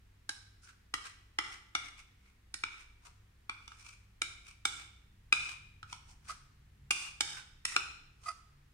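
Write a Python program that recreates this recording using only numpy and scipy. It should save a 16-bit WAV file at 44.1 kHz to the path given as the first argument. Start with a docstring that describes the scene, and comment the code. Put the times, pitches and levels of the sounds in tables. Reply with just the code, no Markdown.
"""A faint appliance hum and low rumble in a hard, ringing kitchen, then a fork clinks on glass.
The fork scoops a thick sweet mixture out of a small hand-held glass bowl. Each stroke is a burst of damped
modes, deadened by hand and syrup, then a drag: the clink convolved with tiny friction slips. Between them,
sweeps through the syrup are shaped friction noise. Twice the fork slips off the rim with a hollow chatter
of unsteady sines. Random echoes make the room; the microphone is hollow in its low midrange."""
import sys
import numpy as np
from scipy import signal
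from scipy.fft import rfft, irfft, next_fast_len
from scipy.io import wavfile
from scipy.ndimage import map_coordinates

SR = 44100
rng = np.random.default_rng(int(sys.argv[2]) if len(sys.argv) > 2 else 0)


def file_out(sig):
    """Save sig as 16-bit WAV at sys.argv[1]."""
    # one column per channel
    cols = np.atleast_2d(sig).T
    # limit, then scale
    lim = np.clip(cols, -1, 1)
    pcm = np.round(lim * 32767).astype(np.int16)
    wavfile.write(sys.argv[1], SR, pcm)


N = 385196


def amp(db):
    """Decibels to gain."""
    return 10 ** (np.asarray(db) / 20)


def unit(x):
    """Scale to rms 1."""
    return x / np.sqrt(np.mean(x ** 2) + 1e-20)


def blow(x):
    """Scale a short sound to the energy of 12 ms at rms 1 in each channel."""
    return x / np.sqrt(np.sum(x ** 2, axis=-1, keepdims=True) / (.012 * SR) + 1e-20)


def tilt(left_minus_right_db):
    """Stereo gains, half the level difference on each side."""
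    return amp([[left_minus_right_db / 2], [-left_minus_right_db / 2]])


def along(points, hz):
    """(Hz, value) points read on a log frequency axis."""
    f, v = np.transpose(points)
    return np.interp(np.log(hz + 1), np.log(f + 1), v)


def wobble(rate, size=N):
    """A smooth random curve, rate knots a second."""
    knots = rng.standard_normal(int(size * rate / SR) + 4)
    return map_coordinates(knots, [np.arange(size) * rate / SR])


def filtered(x, response):
    """x times a response of frequency, padded so that its tail does not wrap into the start."""
    n = x.shape[-1]
    m = next_fast_len(n + 4096)
    return irfft(rfft(x, m) * response(np.fft.rfftfreq(m, 1 / SR)), m)[..., :n]


def coloured(x, spectrum):
    """x shaped by (Hz, dB) points."""
    return filtered(x, lambda hz: amp(along(spectrum, hz)))


def add(track, s, sound):
    """Mix a stereo sound into the track at time s."""
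    start = max(round(s * SR), 0)
    part = sound[:, :max(N - start, 0)]
    track[:, start:start + part.shape[1]] += part


# Still kitchen air. Each row: frequency in Hz, relative level in dB per Hz.
AIR_SPECTRUM = [(13, -40), (22, 1), (102, -12.5), (203, -20.5), (227, -19), (267, -21.5), (779, -30.5),
                (1870, -26.5), (4630, -35.5), (15500, -44.5)]
# How alike the air is in left and right. Each row: frequency in Hz, likeness from 0 to 1.
AIR_LIKENESS = [(60, 1), (140, .9), (400, 0.12), (1500, 0.1), (8000, 0.064)]
# Partials of the appliance hum, before the swell.
# Each row: frequency in Hz, level in dB at first, level in dB once the load has changed.
HUM_PARTIALS = [(59.6, -69, -70), (100.5, -70.5, -75), (83, -79, -76), (139.3, -83.5, -74),
                (193, -84, -84.5)]
# Hum and rumble rise once and ease off again, from a resting level.
LOW_REST_DB, SWELL_DB, SWELL_PEAK_S, SWELL_WIDTH_S = -0.8, 4.5, 6, 1.9


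def background(air_db=-66, waver_db=3):
    """Noise as rumble and faint hiss, and wavering sines as an appliance whose load changes around 5 s."""
    # mid and side shares that give the wanted likeness between the channels
    angle = lambda hz: np.arccos(np.clip(along(AIR_LIKENESS, hz), -1, 1)) / 2
    mid_side = lambda hz: amp(along(AIR_SPECTRUM, hz)) * [np.cos(angle(hz)), np.sin(angle(hz))]
    mid, side = filtered(rng.standard_normal((2, N)), mid_side)
    air = unit(np.array([mid + side, mid - side]))
    rumble = filtered(air, lambda hz: 1 / (1 + (hz / 200) ** 4))
    hiss = air - rumble

    t = np.arange(N) / SR
    load = (1 + np.tanh((t - 5.0) / 0.94)) / 2
    hum = 0
    for hz, first_db, later_db in HUM_PARTIALS:
        level = amp(first_db + load * (later_db - first_db) + waver_db * wobble(9.8))
        hum = hum + level * np.sqrt(2) * np.sin(2 * np.pi * hz * t + 1.15 * wobble(11))

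    # hum and rumble swell together; the hiss stays level
    swell_db = LOW_REST_DB + SWELL_DB * np.exp(-((t - SWELL_PEAK_S) / SWELL_WIDTH_S) ** 2)
    return amp(air_db) * hiss + amp(swell_db) * (amp(air_db) * rumble + hum)


# Decay of the hard room's tail. Each row: frequency in Hz, time in seconds to fall 60 dB.
ROOM_DECAY = [(200, 0.79), (1400, 0.62), (3500, 0.7), (9000, 0.51), (15000, 0.4)]


def in_kitchen(x, wet_db=-8.5, near_db=-11, near_t60=0.12, build=0.0046):
    """Direct sound, quick echoes from the mixer and worktop, and the room's tail, both of decaying noise."""
    hz, t, z = signal.stft(rng.standard_normal((2, SR * 3 // 4)), SR, nperseg=256)
    decay = amp(-60 * t / along(ROOM_DECAY, hz)[:, None])
    tail = signal.istft(z * decay, SR, nperseg=256)[1]
    t = np.arange(tail.shape[1]) / SR
    onset = 1 - np.exp(-(t / build) ** 2)
    near = rng.standard_normal(tail.shape) * amp(-60 * t / near_t60)
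    echo = amp(wet_db) * unit(tail * onset) + amp(near_db) * unit(near * onset)
    echo = echo / np.sqrt(len(t))
    echo[:, 0] += 1  # the direct sound
    return signal.fftconvolve(x, echo, axes=1)


def ringing(t, hz, t60, attack=0.00066, lead=.00013, scatter=0.66):
    """One damped mode, reaching the left microphone lead seconds early, with its phase scattered by side."""
    phase = rng.uniform(0, 2 * np.pi) + scatter * rng.standard_normal((2, 1))
    arrival = t + np.array([[lead], [0]])
    return np.sin(2 * np.pi * hz * arrival + phase) * amp(-60 * t / t60) * (1 - np.exp(-t / attack))


def friction(size, spiky_db):
    """Tiny slips of metal on glass: noise whose strength jumps every 32 samples."""
    sizes = amp(spiky_db * rng.standard_normal(size // 32 + 1))
    return unit(rng.standard_normal(size) * np.repeat(sizes, 32)[:size])


# The bowl's hollow note when its rim is rubbed. 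Each row: frequency in Hz, relative level in dB.
RIM_NOTE = [(690, -18.5), (1160, -15), (1255, -1.5), (2015, -14.5), (2500, -20.5), (4800, -16), (9220, -20)]
# The fork is wiped over the rim: it catches, then slips off.
# Each row: time of the slip in seconds, time held before it in seconds, slip level in dB before the room.
WIPES_OVER_RIM = [(6.3071, .0085, -41.5), (8.289, .019, -32.5)]
RIM_CATCH_DB, RIM_CATCH_SHARE = -40, 0.21  # level of the catch; its swell as a share of the hold
RIM_SLIP_S = 0.0024  # swell of the slip
RIM_AFTER_S, RIM_AFTER_DB = 0.01, -7.5  # delay and swell of the softer judder; its level against the slip


def rim(roughness=0.63, flutter_db=3):
    """Wiped over the rim, the fork catches, slips and judders, bowing the bowl's low note in three spurts."""
    track = np.zeros((2, N))
    t = np.arange(-SR // 8, SR // 8) / SR
    spurt = lambda at, swell, db: amp(db) / np.cosh((t - at) / swell)
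    for s, held, slip_db in WIPES_OVER_RIM:
        arrival = s + t + np.array([[.00004], [0]])  # left microphone first
        note = 0
        for hz, db in RIM_NOTE:
            level = amp(db + flutter_db * wobble(250.2, size=len(t)))
            unsteady_phase = roughness * wobble(179.9, size=len(t))
            note = note + level * np.sin(2 * np.pi * hz * arrival + unsteady_phase)
        catch = spurt(-held, RIM_CATCH_SHARE * held, RIM_CATCH_DB)
        slip = spurt(0, RIM_SLIP_S, slip_db)
        judder = spurt(RIM_AFTER_S, RIM_AFTER_S, slip_db + RIM_AFTER_DB)
        add(track, s + t[0], (catch + slip + judder) * unit(note))
    return in_kitchen(track * tilt(-5), wet_db=-15.5, near_db=-40)[:, :N]


# Fork through the syrup with no clink. Each row: time of the peak in seconds, swell in seconds,
# strongest resonance in Hz, level in dB, gritty hiss in dB against the glass murmur.
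SYRUP_SWEEPS = [(.648, 0.0087, 1433, -61, 4.5), (.69, .018, 1470, -57.5, -8),
                (1.061, 0.007, 1470, -42.5, -7), (1.993, 0.013, 2170, -57, -5.5),
                (2.27, 0.038, 2160, -70.5, -9), (3.065, .015, 1074, -59.5, -3.5),
                (3.81, 0.016, 2390, -59.5, -1), (3.886, 0.03, 2320, -56.5, -4.5),
                (4.487, .02, 2315, -56, -5), (5.926, 0.019, 2500, -55, -2.5), (6.108, 0.017, 920, -63, 1)]
# The murmur of rubbed glass. Each row: frequency in Hz, relative level in dB.
MURMUR_SPECTRUM = [(150, -28.5), (320, -17.5), (540, -12.5), (900, -5.5), (1300, 5.5), (1850, -5.5),
                   (2400, 2.5), (3000, -2.5), (4000, -7), (6000, -30.5)]
# The gritty hiss, heard in the drags too. Each row: frequency in Hz, relative level in dB.
GRIT_SPECTRUM = [(2500, -42.5), (4200, -3.5), (5500, 5), (7500, -0.5), (9300, 1.5), (10500, -17),
                 (15000, -28)]
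# every drag ends in a sweep as the fork lifts: level against the drag, swell, hiss against the murmur
LIFT_DB, LIFT_SWELL_S, LIFT_GRIT_DB = -5.5, 0.023, -6.5
# the sweep under each rim wipe, and a short scratch as the tines slip off; hiss against the murmur
RIM_RUB_DB, RIM_RUB_S, RIM_SCRATCH_DB, RIM_GRIT_DB = -50, 0.018, -45, -1.5
LOW_GLASS_HZ = 1344  # the favoured low resonance of the glass


def sweeps(resonance_db=0, resonance_t60=0.012, catch_db=3.0):
    """Friction in the syrup, freely, at a drag's end or over the rim: glass murmurs with a gritty hiss."""
    track = np.zeros((2, N))
    t = np.arange(-SR // 4, SR // 4) / SR
    lifts = [(s + length, LIFT_SWELL_S, ring_hz, drag_db + LIFT_DB, LIFT_GRIT_DB)
             for s, *_, ring_hz, _, drag_db, length in FORK_STROKES]
    wipes = [(s - held / 2, RIM_RUB_S, LOW_GLASS_HZ, RIM_RUB_DB, RIM_GRIT_DB)
             for s, held, _ in WIPES_OVER_RIM]
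    scratches = [(s, RIM_SLIP_S, LOW_GLASS_HZ, RIM_SCRATCH_DB, RIM_GRIT_DB)
                 for s, _, _ in WIPES_OVER_RIM]
    for s, swell, hz, db, grit_db in SYRUP_SWEEPS + lifts + wipes + scratches:
        slips = np.array([friction(len(t), spiky_db=4.5) for _ in range(2)])
        slips = slips * amp(catch_db * wobble(160, size=len(t)))
        mode = ringing(t - t[0], hz, resonance_t60)
        resonance = signal.fftconvolve(slips, mode, axes=1)[:, :len(t)]
        murmur = unit(unit(coloured(slips, MURMUR_SPECTRUM)) + amp(resonance_db) * unit(resonance))
        grit = amp(grit_db) * unit(coloured(slips, GRIT_SPECTRUM))
        sound = amp(db) * (murmur + grit)
        add(track, s + t[0], in_kitchen(sound / np.cosh(t / swell)))
    return track


HIGH_GLASS_DB = 2.5  # the middle register stands out by this much
TINES_HZ, TINES_OCTAVES_PER_DB, TINES_TOP_HZ = 5430, 0.4, 9000  # brighter contact, higher tines, to a limit


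def registers_of(db, bright_db, spacing_hz, glass_hz):
    """(Hz, dB) of low glass, high glass and tines; brightness tilts them about the middle one."""
    tines_hz = min(TINES_HZ * 2 ** (TINES_OCTAVES_PER_DB * max(bright_db, 0)), TINES_TOP_HZ)
    tines_hz = spacing_hz * np.round(tines_hz / spacing_hz)  # the nearest peak of the wall's echo
    return [(LOW_GLASS_HZ, db - bright_db), (glass_hz, db + HIGH_GLASS_DB), (tines_hz, db + bright_db)]


# Modes of the held bowl and the fork, shifted a little at each stroke.
# Each row: frequency in Hz, relative level in dB, time in seconds to fall 60 dB.
BOWL_AND_FORK_MODES = [(840, -3.5, 0.024), (1140, -5, 0.025), (1282, 2, 0.024), (1401, 1, 0.031),
                       (1603, 0.5, .022), (2238, 0.5, 0.025), (2913, 3, 0.018), (3146, -4.5, 0.021),
                       (3470, 3, 0.023), (3936, -6, .018), (3994, -12.5, 0.0083), (5185, 3, 0.023),
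                       (5590, 6, 0.018), (5900, -6, 0.014), (6656, 1, 0.014), (7230, -2, 0.019),
                       (8320, -5, 0.022), (9040, -3.5, 0.017), (10340, -16, .014), (13300, -18.5, .01)]
# The rattle of tines on glass. Each row: frequency in Hz, relative level in dB.
RATTLE_SPECTRUM = [(300, -25), (600, -25), (900, 1.5), (1400, 0.5), (4000, 0.5), (9200, 2), (10300, -10.5),
                   (14000, -24.5), (16000, -26)]
# The strongest resonance against the rattle. The row: low glass in dB, high glass in dB, tines in dB.
FAVOURED_DB = [-1, -1, -7.5]
RING_T60 = 0.024  # the contact ring's decay (s)


def clink(spacing_hz, ring_hz, ring_db, knock_db, registers, crack_db=0, contact=0.0039,
          favoured_t60=0.013, ring_pan_db=5, echo_db=-6):
    """The tines rattle on the glass for a few ms; the contact point decides which resonances speak."""
    t = np.arange(SR // 16) / SR
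    modes = 0
    for hz, db, t60 in BOWL_AND_FORK_MODES:
        # grip and contact point shift every mode a little from stroke to stroke
        level = amp(db + rng.normal(0, 1.5))
        modes = modes + level * ringing(t, hz * rng.normal(1, .015), t60)
    rattle = rng.standard_normal((2, len(t))) * (1 - np.exp(-t / 0.00033)) * np.exp(-(t / contact) ** 2)
    struck = blow(modes) + amp(crack_db) * blow(coloured(rattle, RATTLE_SPECTRUM))
    # an echo from the bowl's wall, about a millisecond later, combs the sound into evenly spaced peaks
    struck = filtered(struck, lambda hz: 1 + amp(echo_db) * np.exp(-2j * np.pi * hz / spacing_hz))

    # fork and wall pressed together ring briefly at a pitch that depends on where they touch
    ring = amp(ring_db) * tilt(ring_pan_db) * blow(ringing(t, ring_hz, RING_T60))
    # the whole bowl recoils in the hand with a dull knock
    recoil = ringing(t, hz=308.6, t60=0.039) + 0.72 * ringing(t, hz=423, t60=0.02)
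    sound = ring + amp(knock_db) * blow(recoil)

    bands = [(180, 1750), (1900, 4500), (4700, 16000)]  # low glass, high glass, tines (Hz)
    for (hz, db), share_db, band in zip(registers, FAVOURED_DB, bands):
        band_filter = signal.butter(4, band, "band", fs=SR, output="sos")
        register = blow(signal.sosfilt(band_filter, struck))
        favoured = amp(share_db) * blow(ringing(t, hz, favoured_t60))
        sound = sound + amp(db) * blow(register + favoured)
    return sound


# The fork lands on the glass and drags on; the contact point sets the pitches. Levels are before stereo
# placing and room. Each row: start in seconds, level in dB, brightness in dB per register,
# spacing of the echo's peaks in Hz, high glass in Hz, contact ring in Hz, contact ring level in dB,
# drag level in dB, drag length in seconds.
FORK_STROKES = [(0.2922, -43.5, 4.5, 773, 3920, 1580, -41, -67, .055),
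                (0.9395, -39, -1.5, 1024, 3010, 1950, -39, -54.5, 0.15),
                (1.3869, -36.5, -3.5, 1052, 3150, 2020, -32, -48, .15),
                (1.751, -36.5, -2.5, 719, 3560, 2207, -32.5, -49.5, .115),
                (2.5408, -46, 4.5, 1315, 4400, 1880, -48.5, -64, .076),
                (2.6371, -42.5, -4.5, 1300, 3770, 2336, -34.5, -53.5, .16),
                (3.495, -47, -6, 1174, 3500, 2355, -39, -63, 0.14),
                (3.678, -56, 0, 1175, 2900, 2350, -62, -60, 0.068),
                (3.718, -67, -10, 1300, 2850, 1275, -57, -77, .04),
                (4.218, -37.5, 1, 761, 3760, 2316, -34.5, -53, .093),
                (4.653, -33, 1, 742, 3560, 2280, -37, -49, 0.16),
                (5.3257, -32.5, -1, 1284, 3890, 2444, -20.5, -42, .18),
                (5.829, -58, -7.5, 1333, 2990, 1300, -53, -67, .08),
                (5.9273, -49.5, 0, 1140, 2980, 985, -48, -74, .037),
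                (6.9074, -37, 3, 1223, 2820, 2464, -28, -43.5, .16),
                (6.911, -38, 4, 1186, 2770, 2790, -34.5, -47, .16),
                (7.2068, -32.5, 1.5, 744, 3680, 1460, -37, -46, .165),
                (7.652, -39, 6, 1335, 2670, 1945, -39.5, -42, .085),
                (7.763, -31, -2.5, 1358, 2650, 2450, -31, -51, 0.12)]
KNOCK_DB, KNOCK_DB_PER_S = -14.5, -.5  # recoil against the clink; it weakens as the bowl empties
KNOCK_DULL_SHARE = 0.44  # a duller contact knocks harder, in dB per dB of brightness
BOWL_PAN_DB = -2  # left minus right, applied to the whole clink


def strokes(graze_db=-27, graze_lead=.0025, catch_db=2, rasp_db=-11):
    """A grazing touch, the clink, then friction slips that keep the clink's resonances sounding."""
    track = np.zeros((2, N))
    t = np.arange(SR // 2) / SR
    for s, db, bright_db, spacing_hz, glass_hz, ring_hz, ring_db, drag_db, length in FORK_STROKES:
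        knock_db = db + KNOCK_DB + KNOCK_DB_PER_S * s - KNOCK_DULL_SHARE * bright_db
        registers = registers_of(db, bright_db, spacing_hz, glass_hz)
        hit = clink(spacing_hz, ring_hz, ring_db, knock_db, registers) * tilt(BOWL_PAN_DB)

        slips = np.array([friction(len(t), spiky_db=4.0) for _ in range(2)])
        # the tines catch and let go unevenly along the wall
        uneven_slips = slips * amp(catch_db * wobble(90, size=len(t)))
        rub = unit(signal.fftconvolve(hit, uneven_slips, axes=1)[:, :len(t)])
        # a gritty rasp rides on the drag, more so for a bright contact
        rub = unit(rub + amp(rasp_db + bright_db) * unit(coloured(slips, GRIT_SPECTRUM)))
        pressure = (1 - np.exp(-t / .03)) * np.exp(-(t / length) ** 4)

        stroke = amp(drag_db) * pressure * rub
        stroke[:, :hit.shape[1]] += hit
        add(track, s, in_kitchen(stroke))
        add(track, s - graze_lead, amp(graze_db) * hit)
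    return track


def scene():
    """Fork strokes, sweeps and rim wipes over the quiet kitchen."""
    return strokes() + sweeps() + rim() + background()


DIP_HZ, DIP_OCTAVES, DIP_DB = 589, 0.2, -5  # the hollow in the microphone's colour
TOP_HZ = 15800  # the microphone's band limit


def record(dry):
    """The microphone has a hollow in its low midrange and keeps nothing above its band limit."""
    colour = lambda hz: amp(DIP_DB * np.exp(-(np.log2((hz + 1) / DIP_HZ) / DIP_OCTAVES) ** 2))
    return filtered(dry, lambda hz: colour(hz) * (hz < TOP_HZ))


dry = scene()
out = record(dry)
file_out(out)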